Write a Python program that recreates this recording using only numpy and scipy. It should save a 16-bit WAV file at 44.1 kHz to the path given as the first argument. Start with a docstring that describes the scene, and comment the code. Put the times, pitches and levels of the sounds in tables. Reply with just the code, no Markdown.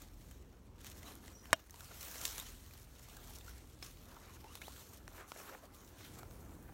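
"""Dry brush: someone pushes through it with a hand-held microphone and a light metal pole.
Leaves hiss and crackle and stems brush past (coloured grainy noise); twigs snap (click, noise burst, ring).
One stick knocks hard close by (ringing modes and a crack); twigs squeak along the pole (gliding sines).
A distant engine drones underneath (harmonics of its cycle) over a far rumble (low noise).
The gain control ducks just after loud sounds and recovers slowly."""
import sys
import numpy as np
from scipy import signal
from scipy.io import wavfile
from scipy.ndimage import uniform_filter1d

SR = 44100
rng = np.random.default_rng(int(sys.argv[2]) if len(sys.argv) > 2 else 0)


def wav_out(sig):
    """Save sig, one row per channel (or a flat mono array), as 16-bit PCM at SR to the path in sys.argv[1]."""
    wavfile.write(sys.argv[1], SR, np.round(np.clip(np.atleast_2d(sig).T, -1, 1) * 32767).astype(np.int16))


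N = 296793


def from_db(db):
    """Decibels to amplitude gain."""
    return 10 ** (np.asarray(db) / 20)


def rms_one(x):
    """Scales to rms 1."""
    return x / np.sqrt(np.mean(x ** 2) + 1e-20)


def in_time(rows):
    """Each column after t/s as a curve over all samples."""
    times_s, *columns = np.transpose(rows)
    t = np.arange(N) / SR
    return [np.interp(t, times_s, column) for column in columns]


def band(x, low_hz, high_hz):
    """Second-order Butterworth band-pass."""
    edges_hz = [low_hz, min(high_hz, 0.45 * SR)]
    return signal.sosfilt(signal.butter(2, edges_hz, "band", fs=SR, output="sos"), x)


def drift(rate_hz):
    """Slow random curve of rms 1, changing about rate_hz times a second."""
    step = 40   # samples between drawn points
    pole = np.exp(-2 * np.pi * rate_hz * step / SR)
    noise = rng.standard_normal(N // step + 2002)
    slow = signal.lfilter([1], [1, -2 * pole, pole ** 2], noise)[2000:]   # settled part
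    return np.interp(np.arange(N) / step, np.arange(len(slow)), rms_one(slow))


def ring(x, hz, t60_s):
    """Two-pole resonator: a unit click sets a decaying sine of height 1 ringing."""
    radius = from_db(-60 / (t60_s * SR))
    angle = 2 * np.pi * hz / SR
    poles = [1, -2 * radius * np.cos(angle), radius ** 2]
    return signal.lfilter([0, np.sin(angle)], poles, x + 1e-18)


def coloured(sources, spectrum, patchy_db, tilt_db=0):
    """Quarter-octave bands, alternately from two sources, flickering separately; tilt_db/octave about 6 kHz."""
    hz_points, db_points = np.transpose(spectrum)
    octaves = np.log2(hz_points[-1] / hz_points[0])
    edges_hz = np.geomspace(hz_points[0], hz_points[-1], round(4 * octaves) + 1)
    out = 0
    for k, (low_hz, high_hz) in enumerate(zip(edges_hz, edges_hz[1:])):
        centre_hz = np.sqrt(low_hz * high_hz)
        level_db = np.interp(np.log(centre_hz), np.log(hz_points), db_points)
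        level_db = level_db + tilt_db * np.log2(centre_hz / 6000)
        flicker_db = patchy_db * drift(10.545)
        out = out + from_db(level_db + flicker_db) * band(sources[k % 2], low_hz, high_hz)
    return out


def crackle(per_s, spread_db, grain_s, hiss_share):
    """Clumped tiny contacts, each a decaying puff of noise, over smooth hiss; two unrelated carriers."""
    sizes = from_db(spread_db * np.minimum(rng.exponential(1, N), 4))
    born = rng.random(N) < per_s * from_db(5.0 * drift(20)) / SR   # drifting rate makes clumps
    decay = np.exp(-1 / (grain_s * SR))
    puffs = rms_one(signal.lfilter([1], [1, -decay], sizes * born))
    envelope = np.sqrt(hiss_share + (1 - hiss_share) * puffs ** 2)
    return rng.standard_normal((2, N)) * envelope


# leaf and stem colour: f/Hz, relative density/dB per Hz
LEAF_COLOUR = [(900, -18), (1400, -10), (2500, -7.5), (3800, -5.5), (5000, -6), (6800, -5), (8500, -9),
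               (11500, -7), (16500, -10)]
STEM_COLOUR = [(150, -6.5), (300, -3), (600, -1.5), (1200, -1), (1900, -7), (3000, -14)]
# slowly rising and falling background rustle of leaves and stems:
# t/s, leaf level/dB, leaf brightness/dB per octave, stem level/dB
RUSTLE_CURVE = [(0.0, -71, -1, -74), (0.12, -70, -1, -72), (0.78, -74.5, -2, -75), (1.0, -67.5, -1, -70.5),
                (1.72, -69, 1, -70), (1.82, -62.5, -0.14, -66), (2.05, -53, -0.045, -60),
                (2.33, -50, -0.2024, -58), (2.57, -62, -0.5, -71), (2.8, -62, 0, -66.5),
                (2.87, -67, -0.5, -71), (3.3, -59, -0.2289, -63), (3.72, -68.5, -0.5, -75),
                (4.7, -65, -0.5, -67), (5.06, -70, 1.5, -69.5), (5.7, -74, -0.6, -67), (6.3, -67, 2.4, -65),
                (6.73, -69, 2.2, -65)]
# branches swishing past: peak t/s, 10 dB swell/s, 10 dB fade/s, leaf level/dB,
# leaf brightness/dB per octave, stem level/dB; a negative swell or fade leaves the swish all but silent
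BRANCH_SWISHES = [(0.019, 0.13, 0.0544, -58.5, -2, -64.5), (0.32, 0.2846, 0.0964, -65.5, 0, -78),
                  (0.865, 0.0321, 0.0534, -52, -1.8, -63.5), (0.99, 0.0571, 0.0221, -59, 2, -66.5),
                  (1.085, 0.0586, 0.0619, -53, -1.5, -57), (1.23, 0.0148, .12, -63, -1.3, -67.5),
                  (1.33, 0.0748, 0.0036, -63, -1.3, -63.5), (1.45, 0.0238, 0.0945, -63.5, 1, -65),
                  (1.589, 0.0889, .08, -58.5, -1, -58), (1.7, .05, -0.0025, -61.5, 0.1, -67),
                  (1.8, 0.1011, 0.1056, -57.5, -0.3, -62), (2.02, 0.0429, 0.1556, -52, 0.6, -64),
                  (2.25, 0.1091, 0.1022, -47, 0.4, -57.5), (2.39, 0.0703, 0.0442, -49.5, -0.8, -61),
                  (2.47, 0.0236, 0.089, -53.5, -1.6, -63), (3.115, .03, .06, -62, -1.2, -67),
                  (3.49, .04, 0.0835, -60, 0.6, -62.5), (3.57, 0.0404, 0.1264, -63.5, -1.1, -68),
                  (3.842, 0.0217, 0.089, -52.5, -0.6, -65.5), (4.009, 0.0722, -0.0297, -63, 0.1, -63),
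                  (4.12, 0.0736, 0.0946, -63, -0.6, -59), (4.23, 0.0139, 0.1525, -64, -2.4, -61),
                  (4.36, 0.0561, 0.0121, -58.5, -0.6, -64.5), (4.57, 0.097, 0.0134, -57.5, -1.1, -66.5),
                  (4.662, 0.0404, 0.1228, -56.5, 0.2, -66), (4.81, 0.0818, 0.0808, -55, 0.4, -65.5),
                  (4.94, 0.044, 0.0912, -63, 1.1, -66), (5.168, .08, .05, -61.5, 2.6, -65.5),
                  (5.208, .055, .045, -61, -2.8, -51.5), (5.29, .015, .15, -59, 2.1, -70),
                  (5.39, 0.0335, 0.098, -55.5, 3, -54), (5.48, 0.0791, 0.0962, -57, -1.5, -56),
                  (5.545, 0.0357, .03, -60, 1.1, -61), (5.65, .05, .03, -63, 1.1, -63.5),
                  (5.75, .02, .25, -63.5, 1.6, -82.5), (6.059, 0.1134, 0.1069, -56.5, -2.5, -65),
                  (6.185, .05, .15, -63.5, 2.2, -66), (6.51, -0.05, -0.0335, -66.5, 1.1, -63.5)]


def brush():
    """Bright leaves and duller stems: rustle and swishes add in power; the louder sets leaf brightness."""
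    leaf_db, brightness_db, stem_db = in_time(RUSTLE_CURVE)
    power = from_db([leaf_db, stem_db]) ** 2
    weighted_db = brightness_db * power[0]
    t = np.arange(N) / SR
    for peak_s, swell_s, fade_s, leaf_db, brightness_db, stem_db in BRANCH_SWISHES:
        start = max(0, round((peak_s - 4 * swell_s) * SR))
        near = slice(start, round((peak_s + 4 * fade_s) * SR))
        since_s = t[near] - peak_s
        shape = 10 ** -np.maximum(since_s / fade_s, -since_s / swell_s)   # power
        power[:, near] += from_db([[leaf_db], [stem_db]]) ** 2 * shape
        weighted_db[near] += brightness_db * from_db(leaf_db) ** 2 * shape
    leaf_grains = crackle(per_s=500.0, spread_db=3.36, grain_s=0.001396, hiss_share=0.6005)
    stem_grains = crackle(per_s=300.0, spread_db=2.7, grain_s=0.002267, hiss_share=0.6)
    leaves = coloured(leaf_grains, LEAF_COLOUR, patchy_db=1.6418, tilt_db=weighted_db / power[0])
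    stems = coloured(stem_grains, STEM_COLOUR, patchy_db=2.5)
    return np.sqrt(power[0]) * rms_one(leaves) + np.sqrt(power[1]) * rms_one(stems)


# twig snaps: t/s, ring f/Hz, relative thud, body and spit levels/dB, t60/s
TWIG_SNAPS = [(0.019, 7190, -62.5, -66.5, -40, 0.02076), (0.312, 3097, -58, -51.5, -45, 0.02385),
              (0.846, 2602, -51.5, -43.5, -37.5, 0.0084), (0.868, 7004, -61, -49.5, -40.5, 0.01192),
              (0.9, 5360, -57.5, -53, -37, 0.00825), (1.032, 2074, -69, -45.5, -47, 0.01452),
              (1.154, 1790, -61.5, -71, -37.5, 0.00616), (1.28, 2011, -68.5, -39, -55.5, 0.01096),
              (1.456, 3045, -50.5, -44, -53, 0.01575), (1.507, 841.5, -75.5, -46, -55.5, 0.01822),
              (1.594, 2810, -63, -49, -49.5, 0.03016), (1.697, 2119, -60, -44, -43, 0.012),
              (1.708, 6400, -63.5, -61.5, -33, 0.01179), (1.742, 923.2, -44, -42, -45, 0.02232),
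              (1.759, 1107, -71, -46.5, -44, 0.02368), (1.807, 1503, -54.5, -39.5, -36, 0.00798),
              (2.01, 6342, -72, -45, -38.5, 0.02383), (2.157, 1132, -61.5, -37, -46, 0.01331),
              (2.214, 7500, -55.5, -39, -34, 0.025), (2.238, 6447, -49.5, -45.5, -38, 0.01486),
              (2.253, 7524, -48, -24, -21, 0.021545), (2.279, 5656, -45, -42.5, -28, 0.00972),
              (2.303, 5590, -57, -52, -33.5, 0.00601), (2.381, 1712, -45, -32.5, -29, 0.015515),
              (2.399, 3761, -66, -41, -28, 0.02043), (2.71, 2500, -67, -49, -50, 0.012),
              (3.168, 1609, -51, -47, -41, 0.02901), (3.386, 7017, -72, -56.5, -39, 0.012),
              (3.41, 3703, -69.5, -46.5, -53.5, 0.03045), (3.479, 1495, -68, -46.5, -52, 0.047),
              (3.826, 5293, -42.5, -36.5, -45.5, 0.0318), (3.972, 3871, -58, -52, -56, 0.012),
              (4.443, 813, -44.5, -48, -54.5, 0.01823), (4.554, 1183, -55.5, -36, -34, 0.00937),
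              (4.574, 3746, -60, -48, -57, 0.02667), (4.617, 2200, -50, -35, -50, 0.01),
              (4.6207, 2466, -50, -37, -50, 0.012), (4.681, 1256, -34.5, -52, -55.5, 0.010325),
              (4.763, 3323, -69.5, -44, -54, 0.00786), (5.079, 1857, -44.5, -36.5, -42, 0.00741),
              (5.115, 1230, -52, -54, -59, 0.0054), (5.319, 1385, -34, -32, -47, 0.011626),
              (5.362, 709, -40, -60, -55.5, 0.00719), (5.374, 7230, -60, -58.5, -42.5, 0.01103),
              (6.187, 711, -60.5, -49, -45, 0.04015), (6.232, 897.6, -40.5, -46.5, -48, 0.00567),
              (6.311, 1500, -58, -47, -48, 0.01156), (6.494, 1100, -52, -56, -66, 0.012)]


def snaps():
    """Each break is a click and a dying burst of fibres tearing; the twig rings briefly at its own pitch."""
    size = 4000   # samples
    out = np.zeros(N + size)
    t = np.arange(size) / SR
    for start_s, hz, *levels_db, t60_s in TWIG_SNAPS:
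        burst = rng.standard_normal(size) * from_db(-60 * t / t60_s)
        burst[0] = 5.894   # click
        burst += from_db(-21.5) * ring(burst, hz, t60_s)
        thud, body, spit = band(burst, 250, 1200), -band(burst, 1200, 5000), band(burst, 5000, 16000)
        at = round(start_s * SR)
        for db, part in zip(levels_db, (thud, body, spit)):
            crest = np.sqrt(2 * uniform_filter1d(part ** 2, size=30).max())   # from short-time rms
            out[at:at + size] += from_db(db - 3.5) * part / crest
    return out[:N]


# stick modes: f/Hz, level re click/dB, t60/s
STICK_MODES = [(98.18, -16, 0.061), (298.46, -15.5, 0.04466), (582.7, -7, 0.04276), (657.42, -0.5, 0.04769),
               (999.7, 0.5, 0.01817), (1213.4, 1, 0.01595), (1465.2, -7, 0.02965), (1682.9, -2.5, 0.02573),
               (1768.2, 5, 0.013), (2157.8, -8.5, 0.03164), (2456.2, -10.5, 0.02565),
               (2849, -11.5, 0.04782), (3163.3, -12, 0.0497), (3731.1, -10, 0.02704),
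               (4441.5, -7.5, 0.01813), (5336.9, -10.5, 0.02434), (5629, -17.5, 0.05354),
               (6925.7, -7.5, 0.01962), (8007.4, -6.5, 0.01021), (9157, 0.5, 0.003815)]
KNOCK_S, KNOCK_DB = 1.530, -19
REBOUND_S, REBOUND_DB = 0.00231, -14.5   # after the blow, re the blow
CRACK_DB, CRACK_T60_S = -20, 0.018353    # noise level before band-pass


def knock():
    """One hard blow: a short splintering crack, and all the stick's modes set ringing."""
    at = round(KNOCK_S * SR)
    click = np.zeros(N)
    click[at] = from_db(KNOCK_DB)
    click[at + round(REBOUND_S * SR)] = -from_db(KNOCK_DB + REBOUND_DB)   # the stick springs back
    rings = [from_db(db) * ring(click, hz, t60_s) for hz, db, t60_s in STICK_MODES]
    # a thin stick radiates little below its first bending modes
    bending = band(sum(rings[2:]), 801.85, 11000)
    hand_thump = rings[0] - rings[1]
    out = bending + hand_thump
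    size = 2000
    since_s = np.arange(size) / SR
    splinter = band(rng.standard_normal(size), 1303, 10721)
    out[at:at + size] += from_db(CRACK_DB - 60 * since_s / CRACK_T60_S) * splinter
    return out


# twigs sliding along or pinging the pole: t/s, length/s, first f/Hz, last f/Hz, level/dB before flutter
POLE_SQUEAKS = [(1.055, 0.0345, 3810, 4059, -56), (1.325, .115, 5750, 5900, -60),
                (1.42, .07, 5900, 5300, -65), (1.38, .07, 5170, 5190, -67),
                (2.398, 0.01888, 3700, 3719, -50.5), (2.455, .025, 3000, 3044, -55),
                (3.465, .04, 1350, 1476, -56.5), (4.435, .045, 810, 958.7, -54.5),
                (4.489, .05, 1000, 1285, -59), (4.473, .06, 2680, 3030, -62.5),
                (4.528, .06, 3300, 3987, -71.5), (4.628, .065, 2400, 4850, -57),
                (4.694, .065, 810, 1767, -64.5), (5.51, .065, 535, 490.3, -55.5),
                (5.624, .045, 600, 542.3, -57), (5.772, .095, 6200, 7300, -68),
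                (5.79, .06, 3000, 3100, -72)]
EDGE_SHARE, EDGE_DB, SAG_DB = 0.2054, -11.5, -5   # fade in and out; level lost while it holds


def squeaks():
    """Stick-slip tones that glide as the contact slides; pitch and level tremble."""
    out = np.zeros(N)
    tremble_hz = 71.21 * drift(196.8)
    flutter = 1 + 0.5 * drift(160.9)
    for start_s, length_s, first_hz, last_hz, level_db in POLE_SQUEAKS:
        along = np.linspace(0, 1, round(length_s * SR))
        start = round(start_s * SR)
        span = slice(start, start + len(along))
        shape_db = np.interp(along, [0, EDGE_SHARE, 1 - EDGE_SHARE, 1], [EDGE_DB, 0, SAG_DB, EDGE_DB])
        hz = first_hz + (last_hz - first_hz) * along + tremble_hz[span]
        out[span] += from_db(level_db + shape_db) * np.sin(2 * np.pi * np.cumsum(hz) / SR)
    return out * flutter


# distant engine: t/s, level/dB
ENGINE_LEVEL = [(0.0, -58), (0.2, -57), (1.31, -61.5), (1.85, -57), (2.15, -60), (2.3, -56), (3.15, -58.5),
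                (3.3, -53), (3.75, -60), (5.16, -59), (5.44, -72), (6.17, -60.5), (6.73, -58.5)]
# engine harmonics: multiple of the cycle, relative level/dB
CYCLE_ORDERS = [(2, 1.5), (3, 2.5), (4, -1.5), (5, -8), (6, -6), (8, -16), (10, -18), (12, -16.5)]
ENGINE_CYCLE_HZ = 20.681


def engine():
    """Low orders of the firing cycle, each swelling a little on the way through the air."""
    level_db, = in_time(ENGINE_LEVEL)
    cycle_hz = ENGINE_CYCLE_HZ + 0.14843 * drift(1.4531)
    phase = 2 * np.pi * np.cumsum(cycle_hz) / SR
    orders = 0
    for multiple, db in CYCLE_ORDERS:
        swell = from_db(db + 3.41 * drift(3.46))
        orders = orders + swell * np.sin(multiple * phase + rng.uniform(0, 2 * np.pi))
    return from_db(level_db) * rms_one(orders)


# far rumble of air and traffic: t/s, level in the 119-520 Hz band/dB
RUMBLE_LEVEL = [(0.0, -60), (0.09, -66), (0.32, -61.5), (0.54, -64.5), (1.05, -60.5), (1.42, -63.5),
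                (1.55, -60.5), (1.78, -67), (2.25, -64), (2.83, -66), (3.63, -63.5), (5.0, -64),
                (5.45, -67.5), (6.39, -57.5), (6.73, -61)]
# rumble colour: f/Hz, relative density/dB per Hz
RUMBLE_SPECTRUM = [(25, -25.5), (40, -0.5), (80, 3.5), (150, -3.5), (280, -3.5), (450, -10), (800, -18.5),
                   (1400, -29)]


def rumble():
    """Far air and traffic as smooth low noise."""
    level_db, = in_time(RUMBLE_LEVEL)
    noise = coloured(rng.standard_normal((2, N)), RUMBLE_SPECTRUM, patchy_db=1.0)
    return from_db(level_db) * noise / np.std(band(noise, 118.56, 519.85))


def scene():
    """Everything reaches one microphone."""
    return (brush() + snaps() + knock() + squeaks() + engine() + rumble())[None]


# dips of the microphone port: f/Hz, width/Hz, gain/dB
PORT_DIPS = [(4869.9, 602, -4), (10481, 662, -5.5)]
DUCK_FROM_DB, DUCK_SHARE, RECOVER_DB_PER_S = -39.5, 0.5432, 29   # share: dB cut per dB above
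DUCK_SMOOTH_S, CUTOFF_HZ = 0.02946, 15850


def record(dry):
    """Port dips; gain control ducks just after loud sounds and recovers slowly; the top is cut."""
    for hz, width_hz, db in PORT_DIPS:
        peak = signal.lfilter(*signal.iirpeak(hz, hz / width_hz, fs=SR), dry)
        dry = dry - (1 - from_db(db)) * peak
    mean_square = signal.lfilter([0.002], [1, -0.998], dry[0] ** 2)
    level_db = 10 * np.log10(mean_square + 1e-12)
    wanted_db = DUCK_SHARE * np.maximum(level_db - DUCK_FROM_DB, 0)
    ramp_db = RECOVER_DB_PER_S * np.arange(N) / SR
    held_db = np.maximum.accumulate(wanted_db + ramp_db) - ramp_db   # peak hold, linear release
    smooth = np.exp(-1 / (DUCK_SMOOTH_S * SR))
    duck_db = signal.lfilter([1 - smooth], [1, -smooth], held_db)
    low_pass = signal.ellip(10, 0.5, 60, CUTOFF_HZ, fs=SR, output="sos")
    return signal.sosfilt(low_pass, dry * from_db(-duck_db))


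dry = scene()
out = record(dry)
wav_out(out)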